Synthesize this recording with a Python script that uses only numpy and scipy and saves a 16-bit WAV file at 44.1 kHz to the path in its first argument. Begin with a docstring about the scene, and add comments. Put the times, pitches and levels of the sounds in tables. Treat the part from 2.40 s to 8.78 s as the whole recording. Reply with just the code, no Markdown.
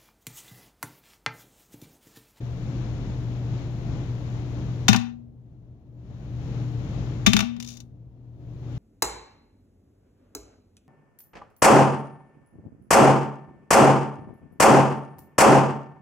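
"""A small room with a humming appliance, where two liquid-filled glass bulbs burst in a dish of hot water on a table.
Each burst is filtered fracture noise that excites decaying modes: the dish's glass rings and its body rocks.
The freed fittings knock against the same end of the dish; after the second burst splinters tick and skitter
over the bottom, the smaller the brighter. Wavering tones make the hum, shaped noise the fan rumble and hiss.
The recorder's gain control ducks the room after each burst, and its noise suppressor dulls what is left."""
import sys
import numpy as np
from scipy import signal
from scipy.fft import rfft, irfft
from scipy.io import wavfile
from scipy.ndimage import uniform_filter1d, minimum_filter1d

SR = 44100
rng = np.random.default_rng(int(sys.argv[2]) if len(sys.argv) > 2 else 0)


def persist_wave(psi):
    """Save psi, clipped to +-1, as 16-bit WAV."""
    counts = np.round(np.clip(psi, -1, 1) * 32767).astype(np.int16)
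    wavfile.write(sys.argv[1], SR, np.atleast_2d(counts).T)


N = 281358
T = np.arange(N) / SR
FREQS = np.fft.rfftfreq(N, 1 / SR)


def undb(db):
    """Level law: amplitude gain is ten to the power of decibels over twenty."""
    return 10 ** (np.asarray(db) / 20)


def unit(x):
    """Normalization: scale a signal to an rms of 1."""
    return x / np.sqrt(np.mean(x ** 2))


def curve(points, freqs=FREQS):
    """Interpolation: read (Hz, value) points on a log-frequency axis."""
    hz, value = np.transpose(points)
    return np.interp(np.log(freqs + 1), np.log(hz), value)


def shape(x, gain):
    """Linear filtering: multiply the spectrum by a gain for each frequency."""
    return irfft(rfft(x) * gain, N)


def below(edge_hz, order):
    """Butterworth low-pass: the magnitude of its gain at each frequency."""
    return 1 / np.sqrt(1 + (FREQS / edge_hz) ** (2 * order))


def high_pass(edge_hz):
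    """Second-order Butterworth high-pass in sections."""
    return signal.butter(2, edge_hz, "high", fs=SR, output="sos")


def low_pass(edge_hz, order):
    """Butterworth low-pass in sections."""
    return signal.butter(order, edge_hz, fs=SR, output="sos")


def walk(rate_hz):
    """Slow fluctuation: random steps smoothed twice, with an rms of 1."""
    k = int(SR / rate_hz)
    steps = np.repeat(rng.standard_normal(N // k + 1), k)
    smooth = uniform_filter1d(uniform_filter1d(steps, k), k)
    return unit(smooth[:N])


# Tones of the appliance's hum. Each row: frequency in Hz, rms level in dB before the
# left-right offset, random waver as a share of the steady tone.
HUM_TONES = [(120.66, -32, 0.085), (116.1, -46, 0.95), (298.8, -49, 0.35), (361, -58.5, 0.76),
             (445.5, -60, 0.45), (589, -66, .5), (691, -63, 0.42)]


def hum(waver_rate_hz=6, left_db=2.5, lag_s=0.0004):
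    """Line spectrum: mains and motor tones waver in level and phase and reach the left microphone first."""
    arrival = np.array([T, T - lag_s])
    lines = 0
    for hz, db, waver in HUM_TONES:
        # a complex sway moves both the level and the phase
        sway = 1 + waver * (walk(waver_rate_hz) + 1j * walk(waver_rate_hz))
        tone = np.real(sway * np.exp(2j * np.pi * hz * arrival))
        lines = lines + undb(db) * unit(tone)
    return undb([[left_db], [-left_db]]) * lines


# Spectrum of fan rumble and room hiss. Each row: frequency in Hz, relative density in dB per Hz.
AIR_SPECTRUM = [(10, -19), (25, -14), (45, -1), (75, 1), (100, -2), (135, 2.5), (200, -6.5), (310, -11),
                (420, -17.5), (700, -23), (1600, -35), (4200, -40), (4700, -44), (7000, -43.5)]
# The air at the right microphone. Each row: frequency in Hz, level against the left in dB.
AIR_RIGHT_LEVEL = [(60, 1), (220, -1.5), (1000, -7), (2200, -6), (4000, -14), (6500, -26.5)]
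# Likeness of the air at both microphones. Each row: frequency in Hz, correlation from -1 to 1.
AIR_CORRELATION = [(60, .94), (450, 0.93), (1000, 0.7), (2000, -.3), (3500, -0.13)]


def air(level_db=-33, edge_hz=7100, hiss_db=-72, flutter_db=-1.08, lag_s=0.00014):
    """Partial coherence: rumble and hiss most alike in the bass, later at the right, over microphone self-noise."""
    like = np.clip(curve(AIR_CORRELATION), -.99, .99)
    gain = undb(curve(AIR_SPECTRUM)) * below(edge_hz, order=24)
    # the sum and difference of these two noises have the wanted correlation
    mid = shape(rng.standard_normal(N), gain * np.sqrt(1 + like))
    side = shape(rng.standard_normal(N), gain * np.sqrt(1 - like))
    right_gain = undb(curve(AIR_RIGHT_LEVEL))
    # dividing by the level of the channels' sum keeps its spectrum even
    centre = np.sqrt((1 + right_gain ** 2 + 2 * like * right_gain) / 2)
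    # the lag acts in the bass only
    later = np.exp(-2j * np.pi * FREQS * lag_s * below(250, order=2))
    left = shape(mid + side, 1 / centre)
    right = shape(mid - side, later * right_gain / centre)
    pair = np.array([left, right])
    pair *= undb(level_db + flutter_db * walk(8)) / np.std(pair.mean(axis=0))
    self_noise = undb(hiss_db) * rng.standard_normal((2, N))
    return pair + self_noise


def octaves(hz, low_hz=1500, high_hz=6000):
    """Contact hardness: octaves from 3 kHz, within the range that a harder or softer contact changes."""
    return np.log2(np.clip(hz, low_hz, high_hz) / 3000)


def response(points, tilt_db=0, size=512):
    """Minimum phase: a folded cepstrum gives a short causal response of a spectrum tilted in dB per octave."""
    freqs = np.fft.rfftfreq(size, 1 / SR)
    spectrum_db = curve(points, freqs) + tilt_db * octaves(freqs)
    cepstrum = irfft(np.log(undb(spectrum_db)))
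    cepstrum[1:size // 2] *= 2
    cepstrum[size // 2 + 1:] = 0
    return irfft(np.exp(rfft(cepstrum)))


def mode(t, hz, db, t60, swell, phase):
    """Modal vibration: one resonance swells and dies away exponentially."""
    decay = np.exp(-np.log(1000) * t / t60)
    growth = 1 - np.exp(-t / swell)
    return undb(db) * decay * growth * np.sin(2 * np.pi * hz * t + phase)


# Spectrum of a crack before the tilt of its contact. Each row: frequency in Hz, relative level in dB.
CRACK_SPECTRUM = [(150, -21.5), (400, 1.5), (550, -15), (800, 4), (1150, 1), (1500, 0), (1900, 0),
                  (2600, 7.5), (4000, -3), (5000, 0.5), (6700, -2.5), (7600, -15), (10000, -18),
                  (15500, -28)]


def fracture(t, db, decay, tilt_db, build):
    """Fracture noise: random bursts in both microphones, shaped by a fast build-up and an exponential decay."""
    colour = response(CRACK_SPECTRUM, tilt_db)
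    envelope = np.exp(-t / decay) * (1 - np.exp(-t / build))
    spray = rng.standard_normal((2, len(t))) * envelope
    return undb(db) * signal.lfilter(colour / np.linalg.norm(colour), 1, spray)


# Modes of the dish's glass, before water loading and added damping. Each row: frequency in Hz, relative
# level in dB struck at the left end, the same struck at the right end, 60 dB decay time in seconds.
GLASS_MODES = [(654, -18, -15, 0.11), (770, -9, -16, 0.102), (1174, -12, -18, 0.14), (1443, -3, -10, 0.04),
               (1801, -5, -11, 0.044), (2309, -11, -4, 0.046), (2762, -9, -2, 0.04), (3093, -11, -2, 0.04),
               (3636, -1, 0, 0.064), (3978, -8, -12, 0.093), (4363, -7, -8, 0.04), (4702, -21, -13, 0.068),
               (4864, -12, -15, 0.04), (5378, -11, -10, 0.052), (5914, -3, -6, 0.04), (6638, -1, -5, 0.04),
               (7160, -15, -23, 0.061), (7241, -15, -18, 0.063), (7364, -22, -26, 0.078)]


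def glass_ring(t, end, ring_db, tilt_db, build, damping=1.1):
    """Modal excitation: where the blow lands decides which modes ring; small hard pieces favour the high ones."""
    out = 0
    for hz, *end_levels, t60 in GLASS_MODES:
        db = ring_db + np.interp(end, (0, 1), end_levels) + tilt_db * octaves(hz)
        # the moving water loads the wall a little differently each time
        loaded_hz = hz * (1 + .003 * rng.standard_normal())
        # each microphone faces another part of the wall
        phase = rng.uniform(0, 2 * np.pi, (2, 1))
        out = out + mode(t, loaded_hz, db, t60 / damping, build, phase)
    return out


# Modes of the filled dish rocking on the table; slow ones swell as the water follows. Each row: frequency in Hz,
# relative level in dB struck at the left end, the same at the right end, 60 dB decay time and swell in seconds.
BODY_MODES = [(62, -20.5, -11, 0.11, 0.0079), (115, -1, -8.5, 0.2, 0.031), (148.6, -18, -14.5, 0.21, 0.035),
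              (188, -6.5, -22, 0.072, 0.0023), (206.1, -1.5, -0.5, 0.11, 0.0029),
              (236.95, -12, -12.5, 0.68, 0.052), (392, -25, -18.5, 0.093, 0.0061)]


def dish_rock(t, end, thump_db, rock_delay=0.0088, right_turn=3.2):
    """Rigid-body resonance: rocking starts late and pushes one microphone nearly as it pulls the other."""
    late = np.maximum(t - rock_delay, 0)
    turn = np.array([[0], [-right_turn]])  # radians
    out = 0
    for hz, *end_levels, t60, swell in BODY_MODES:
        db = thump_db + np.interp(end, (0, 1), end_levels)
        out = out + mode(late, hz, db, t60, swell, turn)
    return out


def blow(end, crack_db, decay, tilt_db, ring_db, thump_db, build=0.0011):
    """Superposition: one blow in both microphones is the sum of crack, ringing glass and rocking dish."""
    t = np.arange(SR) / SR
    short = t[:SR // 4]
    out = dish_rock(t, end, thump_db)
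    out[:, :len(short)] += fracture(short, crack_db, decay, tilt_db, build)
    out[:, :len(short)] += glass_ring(short, end, ring_db, tilt_db, build)
    return out


# Bulbs bursting. Each row: start in seconds, end of the dish from 0 left to 1 right,
# crack level in dB, brightness in dB per octave.
BULB_BURSTS = [(2.4820, 0, 13, 2), (4.863, 0.82, 12.5, 1)]
BURST_DECAY_S, BURST_RING_DB, BURST_THUMP_DB = 0.0074, -2, 6  # ring and thump against the crack


def bursts():
    """Impulsive excitation: each bulb cracks, rings the glass and rocks the dish in proportion to its strength."""
    for start, end, db, tilt_db in BULB_BURSTS:
        yield start, blow(end, db, BURST_DECAY_S, tilt_db, db + BURST_RING_DB, db + BURST_THUMP_DB)


# Freed fittings striking the dish. Each row: start in seconds, crack level in dB,
# brightness in dB per octave, thump level in dB.
FITTING_KNOCKS = [(2.5297, 10, -1.5, 1.5), (2.5443, 4.5, -5.5, 4.5), (2.5606, 1.5, 4.5, 1.5),
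                  (4.9322, 11.5, 1, 15), (4.9652, 10.5, 0, 7.5), (4.9901, 6.5, -1.5, -9.5),
                  (5.004, 5, 0.5, 5.5), (5.024, -8, -7, -21), (5.1641, -22, -3, -8.5)]
KNOCK_DECAY_S, KNOCK_RING_DB = 0.004, -10.5  # ring against the crack


def knocks():
    """Impact: the fittings strike the end of the dish where the latest bulb burst."""
    for start, db, tilt_db, thump_db in FITTING_KNOCKS:
        end = [place for time, place, *_ in BULB_BURSTS if time < start][-1]
        yield start, blow(end, db, KNOCK_DECAY_S, tilt_db, db + KNOCK_RING_DB, thump_db)


SPLINTER_END, SPLINTER_DECAY_S = 0.4, 0.0042  # place from 0 left to 1 right
SPLINTER_RING_DB, SPLINTER_THUMP_DB = -13, -22  # against the crack


def tick(db, tilt_db):
    """Light impact: a small piece of glass touches the bottom and hardly rocks the dish."""
    ring_db, thump_db = db + SPLINTER_RING_DB, db + SPLINTER_THUMP_DB
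    return blow(SPLINTER_END, db, SPLINTER_DECAY_S, tilt_db, ring_db, thump_db)


# Splinters landing. Each row: start in seconds, crack level in dB.
SPLINTER_LANDINGS = [(5.2003, -8.5), (5.2249, -12.5), (5.2455, -16), (5.2625, -21), (5.2875, -18),
                     (5.3698, -18.5), (5.402, -18)]
SPLINTER_TILT_DB, TILT_PER_DB = 1.5, 0.58  # brightness per octave at 0 dB, and its rise for each dB weaker


def splinters():
    """Size scaling: the smaller the landing piece, the weaker and brighter its tick."""
    for start, db in SPLINTER_LANDINGS:
        yield start, tick(db, SPLINTER_TILT_DB - TILT_PER_DB * db)


SKITTER_START_S, SKITTER_GAP_S, SKITTER_COUNT = 5.274, 0.0073, 14
SKITTER_DB, SKITTER_FADE_DB_PER_S = -15.5, 168
SKITTER_SCATTER_DB, SKITTER_TILT_DB = -0.5, 11.5  # tilt per octave


def skitter():
    """Repeated impact: the finest splinters make a quick, uneven run of tiny ticks that dies away."""
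    for k, (slip, size) in enumerate(rng.standard_normal((SKITTER_COUNT, 2))):
        after = SKITTER_GAP_S * (k + abs(slip) / 2)
        db = SKITTER_DB - SKITTER_FADE_DB_PER_S * after + SKITTER_SCATTER_DB * size
        yield SKITTER_START_S + after, tick(db, SKITTER_TILT_DB)


def room(x, t60=0.39, treble_t60=0.23, wet_db=-12, gap_s=0.0013, low_hz=350, treble_hz=4500):
    """Reverberation: close walls and table answer with a short diffuse tail whose treble dies first."""
    t = np.arange(SR // 2) / SR
    noise = signal.sosfilt(high_pass(low_hz), rng.standard_normal((2, len(t))))
    dull = signal.sosfiltfilt(low_pass(treble_hz, 2), noise)
    treble = noise - dull
    tail = dull * np.exp(-np.log(1000) * t / t60) + treble * np.exp(-np.log(1000) * t / treble_t60)
    tail *= t > gap_s
    tail /= np.linalg.norm(tail, axis=1, keepdims=True)
    return x + undb(wet_db) * signal.fftconvolve(x, tail, axes=1)[:, :N]


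# The dish at the right microphone. Each row: frequency in Hz, gain of the right channel in dB.
DISH_RIGHT_GAIN = [(100, -19), (220, -15.5), (450, -3.5), (1000, -2), (2200, -4.5), (4000, -12.5),
                   (6500, -21.5), (8000, -4), (15000, 6.5)]


def dish():
    """Spatial hearing: every blow sounds in the room, and a filter makes the right channel weaker at most pitches."""
    out = np.zeros((2, N + SR))
    for start, sound in [*bursts(), *knocks(), *splinters(), *skitter()]:
        i = int(start * SR)
        out[:, i:i + SR] += sound
    left, right = room(out[:, :N])
    return np.array([left, signal.fftconvolve(right, response(DISH_RIGHT_GAIN))[:N]])


def scene():
    """Superposition: the dish, the hum and the air add up."""
    return dish() + hum() + air()


def duck(x, limit_db, depth_db, hold, release_db, ahead):
    """Gain control: drop just before a peak of x over the limit, wait, then rise at release_db a second."""
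    wanted_db = np.clip(limit_db - 20 * np.log10(np.abs(x) + 1e-9), -depth_db, 0)
    k, lead = int(hold * SR) // 2, int(ahead * SR)
    held_db = minimum_filter1d(wanted_db, 2 * k + 1, origin=k, mode="nearest")
    gain_db = release_db * T + np.minimum.accumulate(held_db - release_db * T)
    early_db = np.pad(gain_db[lead:], (0, lead), mode="edge")
    return undb(uniform_filter1d(early_db, lead))


def suppress(x, open_db=-52, slope=0.81, depth_db=13, low_hz=800, high_hz=7900, window_s=.03):
    """Downward expansion: the quieter the left middle and treble band, the further both channels' bands drop."""
    band = signal.sosfiltfilt(high_pass(low_hz), x)
    band = signal.sosfiltfilt(low_pass(high_hz, 12), band)
    power = uniform_filter1d(band[0] ** 2, int(window_s * SR))
    band_db = 10 * np.log10(np.abs(power) + 1e-14)
    gain = undb(np.clip(slope * (band_db - open_db), -depth_db, 0))
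    return x + band * (gain - 1)


def record(dry, top_hz=15900):
    """Dynamic control: shared slow gain, noise suppressor, fast limiter per channel, fade-in, steep top cut."""
    peak = np.abs(dry).max(axis=0)
    x = dry * duck(peak, limit_db=-1, depth_db=17, hold=0.92, release_db=27, ahead=0.0014)
    x = suppress(x)
    limiter = dict(limit_db=-.6, depth_db=24, hold=.0008, release_db=1500, ahead=.0004)
    x = np.array([side * duck(side, **limiter) for side in x])
    x *= np.minimum(T / .01, 1)
    return signal.sosfilt(signal.ellip(8, .2, 70, top_hz, fs=SR, output="sos"), x)


dry = scene()
out = record(dry)
persist_wave(out)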